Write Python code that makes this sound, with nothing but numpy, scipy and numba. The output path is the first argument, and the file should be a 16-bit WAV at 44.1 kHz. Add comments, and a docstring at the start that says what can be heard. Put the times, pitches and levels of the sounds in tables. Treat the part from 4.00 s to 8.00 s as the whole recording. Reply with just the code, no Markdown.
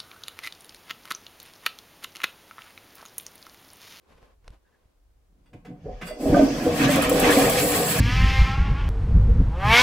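"""Toilet flush in a small shed

A phone is held above the bowl: a hand rustles, taps and squeaks on it, then lever and valve knock.
Air glugs as steady-pitched sines over noise-driven hollows of pipe and bowl; swarms of small bubbles
splash in the bowl; noisy spray from the rim reaches the left first. A short reverb follows the tank.
Valve hiss, rumble and a noise floor lie underneath."""
import sys
import numpy as np
from scipy import signal
from scipy.fft import rfft, irfft
from scipy.io import wavfile
from scipy.ndimage import uniform_filter1d
from numba import njit

SR = 44100
rng = np.random.default_rng(int(sys.argv[2]) if len(sys.argv) > 2 else 0)


def dump_mix(stems):
    """Bounce the given channels to the path in sys.argv[1] as a 16-bit WAV at rate SR."""
    frames = np.atleast_2d(stems).T  # one column per channel
    limited = np.clip(frames, -1, 1)  # hard clip at full scale
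    pcm = np.round(limited * 32767).astype(np.int16)
    wavfile.write(sys.argv[1], SR, pcm)


def level_to_linear(level):
    """Convert decibel levels to linear amplitude factors, elementwise."""
    exponent = np.asarray(level, float) / 20
    return 10 ** exponent


N = 176400
T = np.arange(N) / SR

# levels in all tables are relative
# hollow resonances of pipe and bowl: pitch_hz, width_hz, level_db
DEEP_HOLLOWS = [(87, 13.7, -12), (160.2, 50, -1)]
LOW_HOLLOWS = [(243.4, 23, -1), (283, 15.2, 1.5), (318.2, 11, -5)]
UPPER_HOLLOWS = [(409, 34, -3), (485.4, 17.5, 3.5), (543.3, 25, -2.5), (630.5, 24, -2.5), (739, 46, -3.5),
                 (745, 170, -9.5)]
# gurgle in the hollows: time_s, deep_db, low_db, upper_db
GURGLE_LEVELS = [(1.29, -71, -70, -86), (1.51, -66.5, -70, -77), (1.55, -43, -46.5, -50),
                 (1.62, -55.5, -64, -77), (1.705, -45.5, -42, -53), (1.83, -47.5, -64, -62),
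                 (1.87, -40.5, -51, -41.5), (1.99, -66, -60, -57), (2.04, -32.5, -64, -44),
                 (2.17, -72, -39, -41.5), (2.23, -43, -22, -29), (2.33, -17.5, -23.5, -20),
                 (2.42, -33.5, -14, -22), (2.53, -34, -26.5, -31), (2.7, -32.5, -24.5, -26),
                 (2.92, -26, -22.5, -29), (3.1, -31, -25, -25.5), (3.36, -29, -19, -18),
                 (3.55, -30, -31, -25.5), (3.8, -30.5, -30.5, -26), (4, -23, -35, -27)]
# air bubbles, big and low, plus two high knocks at 2.343 s sounded the same way: start_s, level_db, pitch_hz
GLUGS = [(1.704, -32, 135), (1.856, -24, 433), (1.889, -30, 530), (2.109, -24.5, 620), (2.254, -14, 630),
         (2.297, -18, 154), (2.324, -2, 293), (2.343, -20, 1538), (2.343, -22.5, 1210), (2.366, -9, 695),
         (2.393, -7, 620), (2.397, -23, 283), (2.424, -1, 278), (2.663, -13.5, 495), (2.665, -10, 283),
         (2.802, -5.5, 283), (2.847, -8, 149), (2.888, -11, 588), (2.98, -10, 530), (2.988, -8, 283),
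         (3.114, -9.5, 514), (3.224, -13, 260), (3.269, -8.5, 307), (3.291, -6, 474), (3.369, -10, 491),
         (3.371, -4.5, 284), (3.466, -9, 468)]
# water flow: time_s, splash_db, spray_db
WATER_LEVELS = [(1.75, -74, -99), (1.85, -67, -91), (2, -59, -81), (2.03, -46, -66), (2.08, -72, -45.5),
                (2.17, -71, -73), (2.21, -45.5, -49), (2.37, -38.5, -48), (2.52, -40.5, -49),
                (2.7, -38.5, -45), (2.76, -35, -37.5), (2.83, -32.5, -37.5), (2.87, -32.5, -41),
                (2.91, -32.5, -32), (3.01, -30.5, -40.5), (3.03, -27, -33.5), (3.09, -31, -38),
                (3.17, -29.5, -32.5), (3.29, -26.5, -32.5), (3.4, -27, -29.5), (3.6, -27.5, -28.5),
                (3.8, -29.5, -28), (4, -31, -31.5)]
# splash spectrum: freq_hz, gain_db
SPLASH_COLOUR = [(500, 11), (800, -10), (1000, -2.5), (2000, 2.5), (3300, -0.5), (5000, -6), (6500, -5.5),
                 (9000, -33)]
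# spray spectrum: freq_hz, gain_db
SPRAY_COLOUR = [(2500, -29), (4000, -14), (6000, -9), (8000, 5.5), (11000, 2.5), (15500, 0.5), (16300, -36)]
# short spurts of spray: start_s, level_db
SPURTS = [(2.9118, -23), (2.9567, -14.5), (3.0205, -12), (3.094, -8), (3.1263, -18), (3.1964, -7.5),
          (3.305, -11.5), (3.496, -7)]
# water hissing through the valve: time_s, level_db
VALVE_LEVELS = [(1.74, -100), (1.84, -71), (2, -67), (2.15, -61), (2.25, -51), (2.5, -41), (2.9, -53.5)]
# bands in the valve's hiss: centre_hz, level_db, width_hz
VALVE_BANDS = [(1516, -3, 30), (2060, -19, 110), (4740, 7.5, 450), (5560, 10, 1500)]
# lever and valve knocks: start_s, level_db, tilt_db_per_octave, t60_s
KNOCKS = [(1.4566, -55, 9, 0.078), (1.5304, -42.5, -6, 0.063), (1.6473, -43, -7.5, 0.11),
          (2.0117, -26.5, 0.5, 0.1), (2.065, -33.5, 10, 0.18)]
# lever resonances: pitch_hz, level_db, width_hz
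LEVER_MODES = [(464, -3, 91), (720, -2, 53), (1060, -5, 51), (1533, 4, 58), (2030, 6, 36), (2800, -3, 98),
               (3370, -4.5, 61), (4640, -6, 48), (8300, -22.5, 150)]
# finger taps on the phone: start_s, tick_db, thump_db
TAPS = [(0.102, -54, -58), (0.154, -62, -56), (0.228, -50, -51), (0.444, -52, -55), (0.479, -33.5, -47),
        (0.504, -48, -41), (0.856, -70, -55)]
# phone case resonances: pitch_hz, level_db, width_hz
CASE_MODES = [(480, 1, 110), (1050, -7, 120), (1520, -9, 120), (2720, -21, 300)]
# hand rustle: time_s, level_db
RUSTLE_LEVELS = [(0, -77), (.11, -60), (.19, -61), (.24, -59.5), (.34, -71), (.39, -93), (.47, -61),
                 (.54, -62), (.6, -77), (.85, -72.5), (.95, -83), (1.3, -86), (1.5, -72.5)]
# rustle spectrum: freq_hz, gain_db
RUSTLE_COLOUR = [(120, -5), (200, -3), (450, -7.5), (1050, -7.5), (1500, -13), (2500, -15), (5000, -22),
                 (8500, -30.5), (13000, -30)]
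# faint squeaks: start_s, end_s, pitch_hz, level_db
SQUEAKS = [(.64, .705, 1620, -72), (.71, .78, 1690, -72)]
# rumble of hand and moving air on the microphones: time_s, level_db
RUMBLE_LEVELS = [(0, -79), (.12, -59), (.35, -61.5), (.5, -52), (.6, -71), (1.15, -60.5), (1.5, -60.5),
                 (1.85, -55), (1.97, -42.5), (2.15, -53), (2.33, -26), (2.5, -40), (2.9, -41),
                 (3.15, -32.5), (3.7, -44), (4, -52)]
# rumble spectrum: freq_hz, gain_db
RUMBLE_COLOUR = [(12, -18), (28, 0), (50, 4.5), (80, -11), (130, -20.5), (250, -60)]
# quiet of the shed, spectrum: freq_hz, gain_db
FLOOR_COLOUR = [(70, 9), (140, -11), (450, -6.5), (1000, -16.5), (2500, -23.5), (8000, -27.5), (16000, -30)]


def curve(rows, col):
    """Gain over time from a dB column."""
    rows = np.array(rows, float)
    return level_to_linear(np.interp(T, rows[:, 0], rows[:, col]))


def unit(x):
    """Scale to rms 1."""
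    return x / np.sqrt(np.mean(x ** 2))


def noise():
    """White noise."""
    return rng.standard_normal(N)


def colour(x, points):
    """Filter by (freq_hz, gain_db) points, joined on a log frequency axis."""
    padded = N + 2 ** 13
    hz = np.fft.rfftfreq(padded, 1 / SR) + 1
    points = np.array(points, float)
    gain_db = np.interp(np.log(hz), np.log(points[:, 0]), points[:, 1], -90, -90)
    return irfft(rfft(x, padded) * level_to_linear(gain_db), padded)[:N]


def ring(x, hz, width_hz):
    """A two-pole resonance."""
    return signal.lfilter(*signal.iirpeak(hz, hz / width_hz, SR), x)


def walk(rate_hz):
    """Random levels held for 1 / rate_hz and smoothed twice."""
    hold = int(SR / rate_hz)
    steps = np.repeat(rng.standard_normal(N // hold + 1), hold)
    return 1.4 * uniform_filter1d(uniform_filter1d(steps, hold), hold)[:N]


def fade(start_s, t60_s, rise_s):
    """Envelope that starts, rises and dies away."""
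    age_s = np.maximum(T - start_s, 0)
    return (1 - np.exp(-age_s / rise_s)) * np.exp(-np.log(1000) * age_s / t60_s)


def wide(mid, side, side_db):
    """Left and right from a middle and a side signal."""
    return mid + level_to_linear(side_db) * side * np.array([[1], [-1]])


def drift(x, share):
    """Read at a wandering speed, so that resonances slide."""
    return np.interp(np.cumsum(1 + share * walk(7)), np.arange(N), x)


def hollows(modes, jolt):
    """Turbulence rings each hollow; levels flutter, pitches wander, bubbles jolt them."""
    out = 0
    for hz, width_hz, db in modes:
        tone = unit(ring(ring(noise(), hz, width_hz), hz, 3 * width_hz))
        out = out + level_to_linear(db + 1.69 * walk(18)) * jolt * drift(tone, 0.02)
    return out


def gurgle():
    """Lumpy turbulence drives the hollows; each glug sounds its pitch and jolts them all."""
    out, lumps = 0, walk(25.097)
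    jolt = 1 + sum(fade(s, t60_s=0.044, rise_s=0.0034) for s, _, _ in GLUGS)
    started = T > GURGLE_LEVELS[0][0]
    groups = [(DEEP_HOLLOWS, -1), (LOW_HOLLOWS, -2), (UPPER_HOLLOWS, -0.6)]
    for col, (modes, db) in enumerate(groups, start=1):
        lumpy = unit(hollows(modes, jolt) * level_to_linear(1.74 * lumps))
        out = out + level_to_linear(db) * lumpy * curve(GURGLE_LEVELS, col) * started
    for s, db, hz in GLUGS:
        env = fade(s, t60_s=0.099, rise_s=1.58 / hz)
        out = out + level_to_linear(db - 0.5) * env * np.sin(2 * np.pi * hz * (T - s))
    return out


@njit
def bubbles(start, hz, cycles, size, glide, n):
    """Each bubble is a sine that fades over its cycles and glides up."""
    out = np.zeros(n)
    for k in range(len(start)):
        f, phase, a = hz[k], 0., size[k]
        length = int(4 * cycles[k] * SR / f)
        for i in range(int(start[k]), min(n, int(start[k]) + length)):
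            out[i] += a * np.sin(phase)
            phase += 2 * np.pi * f / SR
            a *= 1 - f / (cycles[k] * SR)
            f *= 1 + glide / length
    return out


def fizz(count, lo_hz, hi_hz, cycles, spread_db):
    """A swarm of small bubbles and drops, a few far bigger than the rest."""
    when, pitch, length, rarity = rng.random((count, 4)).T
    hz = lo_hz * (hi_hz / lo_hz) ** pitch
    size = level_to_linear(-spread_db * np.log(rarity + 1 / 50))
    return unit(bubbles(when * N, hz, cycles * (.5 + length), size, .1, N))


def bowl(x):
    """Dense short echoes inside the porcelain bowl give fixed narrow resonances."""
    age_s = T[:int(.08 * SR)]
    echoes = rng.standard_normal(len(age_s)) * np.exp(-np.log(1000) * age_s / 0.11)
    echoes[0] = 22  # direct sound
    return unit(signal.fftconvolve(x, echoes)[:N])


def drops():
    """Flickering noise plus a swarm of ringing bubbles."""
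    swarm = fizz(count=6000, lo_hz=808.8, hi_hz=7007, cycles=18.6, spread_db=4.5)
    return unit(level_to_linear(4.3 * walk(30)) * noise() + swarm)


def splash(surge):
    """Drops, partly shared by both sides, ring the bowl."""
    shared = drops()
    sides = [unit(colour(bowl(shared + level_to_linear(-0.5) * drops()), SPLASH_COLOUR)) for _ in range(2)]
    flow = curve(WATER_LEVELS, 1) * (T > WATER_LEVELS[0][0])
    return level_to_linear(2.0 * walk(15) + 0.48 * surge + 1.5) * flow * np.array(sides)


def jet():
    """Flickering noise with a swarm of tiny drops."""
    swarm = fizz(count=12000, lo_hz=4050, hi_hz=15380, cycles=32.0, spread_db=5)
    return unit(colour(level_to_linear(2 * walk(40)) * noise() + level_to_linear(-6.0) * swarm, SPRAY_COLOUR))


def lag(x, lag_s):
    """Delay by a phase slope over frequency."""
    padded = N + 2 ** 10
    turn = np.exp(-2j * np.pi * np.fft.rfftfreq(padded, 1 / SR) * lag_s)
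    return irfft(rfft(x, padded) * turn, padded)[:N]


def spray(surge):
    """Rim jet and noise spurts reach the left microphone first; separate jets sound on each side."""
    gain = level_to_linear(0.94 * surge + 1) * curve(WATER_LEVELS, 2) * (T > WATER_LEVELS[0][0])
    spurts = sum(level_to_linear(db - 10.5) * fade(s, t60_s=0.053, rise_s=0.0008) for s, db in SPURTS)
    near = jet() * gain + unit(colour(noise(), SPRAY_COLOUR)) * spurts
    around_colour = [(2000, 31), (5500, 8.5), (7500, -10), (17000, -36.5)]
    around = level_to_linear(-1) * gain * np.array([colour(jet(), around_colour) for _ in range(2)])
    return np.array([near, lag(near, lag_s=1 / 3770)]) + around


def valve_hiss():
    """Water through the valve: noise in fluttering bands, separate on each side."""
    sides = []
    for _ in range(2):
        hiss = 0
        for hz, db, width_hz in VALVE_BANDS:
            band = unit(ring(ring(noise(), hz, width_hz), hz, 2 * width_hz))
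            hiss = hiss + level_to_linear(db + 1.5 * walk(12)) * band
        sides.append(unit(hiss))
    return curve(VALVE_LEVELS, 1) * np.array(sides)


def lever():
    """Each knock is a short scrape that rings the lever's modes, plus a noisy tail."""
    tail_colour = [(150, 9), (500, -2.5), (2500, -0.5), (5000, -40), (16000, -50.0)]
    out, tail = 0, unit(colour(noise(), tail_colour))
    for s, db, tilt_db, t60_s in KNOCKS:
        env = level_to_linear(db) * fade(s, t60_s, rise_s=0.0066)
        push = noise() * env
        modes = sum(level_to_linear(mode_db + tilt_db * np.log2(hz / 2000)) * ring(push, hz, width_hz)
                    for hz, mode_db, width_hz in LEVER_MODES)
        out = out + level_to_linear(-3.5) * tail * env + level_to_linear(8) * modes
    return out


def case(x):
    """The phone's case rings along with what touches it."""
    return x + level_to_linear(5) * sum(level_to_linear(db) * ring(x, hz, width_hz) for hz, db, width_hz in CASE_MODES)


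def rustle():
    """Grainy noise of the hand through the case."""
    mid, side = [unit(case(colour(noise() * level_to_linear(2.0 * walk(69.4)), RUSTLE_COLOUR)))
                 * curve(RUSTLE_LEVELS, 1) * (T < 1.5) for _ in range(2)]
    return wide(mid, side, -3.1)


def taps():
    """Each finger tap is a noise tick that rings the case and a 55 Hz thump."""
    tick_colour = [(200, -10), (600, 4.5), (3000, -4), (9000, -12), (16000, -47)]
    out, tick = 0, unit(colour(noise(), tick_colour))
    for s, tick_db, thump_db in TAPS:
        thump = fade(s, t60_s=0.025, rise_s=0.00074) * np.sin(2 * np.pi * 55 * (T - s))
        out = out + level_to_linear(tick_db - 3.5) * case(tick * fade(s, t60_s=0.011, rise_s=0.00028))
        out = out + level_to_linear(thump_db + 12.0) * thump
    return out


def squeaks():
    """Narrow-band noise swells and dies in a half-sine."""
    out = 0
    for start_s, end_s, hz, db in SQUEAKS:
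        swell = np.sin(np.pi * np.clip((T - start_s) / (end_s - start_s), 0, 1))
        out = out + level_to_linear(db) * unit(ring(ring(noise(), hz, 220), hz, 400)) * swell
    return out


def rumble():
    """Lurching low noise of the hand and moving air, nearly alike on both sides."""
    lurch = level_to_linear(2.4 * walk(12)) * curve(RUMBLE_LEVELS, 1)
    mid, side = [unit(colour(noise(), RUMBLE_COLOUR)) * lurch for _ in range(2)]
    return wide(mid, side, -22)


def shed(x):
    """Short reverb of the shed, different at each microphone, with little bass."""
    t60_s, level_db = 0.31, -4
    age_s = T[:int(.4 * SR)]
    decay = np.exp(-np.log(1000) * age_s / t60_s) * (age_s > .002)
    tails = rng.standard_normal((2, len(age_s))) * decay
    wet = signal.fftconvolve(x[None], tails / np.sqrt(np.sum(tails[0] ** 2)), axes=1)[:, :N]
    tone = [(40, -12), (400, -11.5), (900, 5.0), (16000, 3)]
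    return level_to_linear(level_db) * np.array([colour(w, tone) for w in wet])


def quiet():
    """Steady noise floor of the shed."""
    mid, side = [unit(colour(noise(), FLOOR_COLOUR)) * level_to_linear(-73) for _ in range(2)]
    return wide(mid, side, -1.3)


def scene():
    """All sources over the quiet of the shed; splash and spray surge together."""
    tank = gurgle() + lever()
    surge = walk(12)
    water = splash(surge) + spray(surge) + valve_hiss()
    hand = rustle() + taps() + squeaks() + rumble()
    direct = tank * level_to_linear(np.array([[-.4], [.4]]))  # slightly to the right
    return direct + shed(tank) + water + hand + quiet()


def top_cut(x):
    """Nothing passes above the cut-off."""
    return signal.sosfilt(signal.butter(12, 17090, fs=SR, output="sos"), x)


def record(dry):
    """The finished mix as the phone keeps it."""
    return top_cut(dry)


dry = scene()
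out = record(dry)
dump_mix(out)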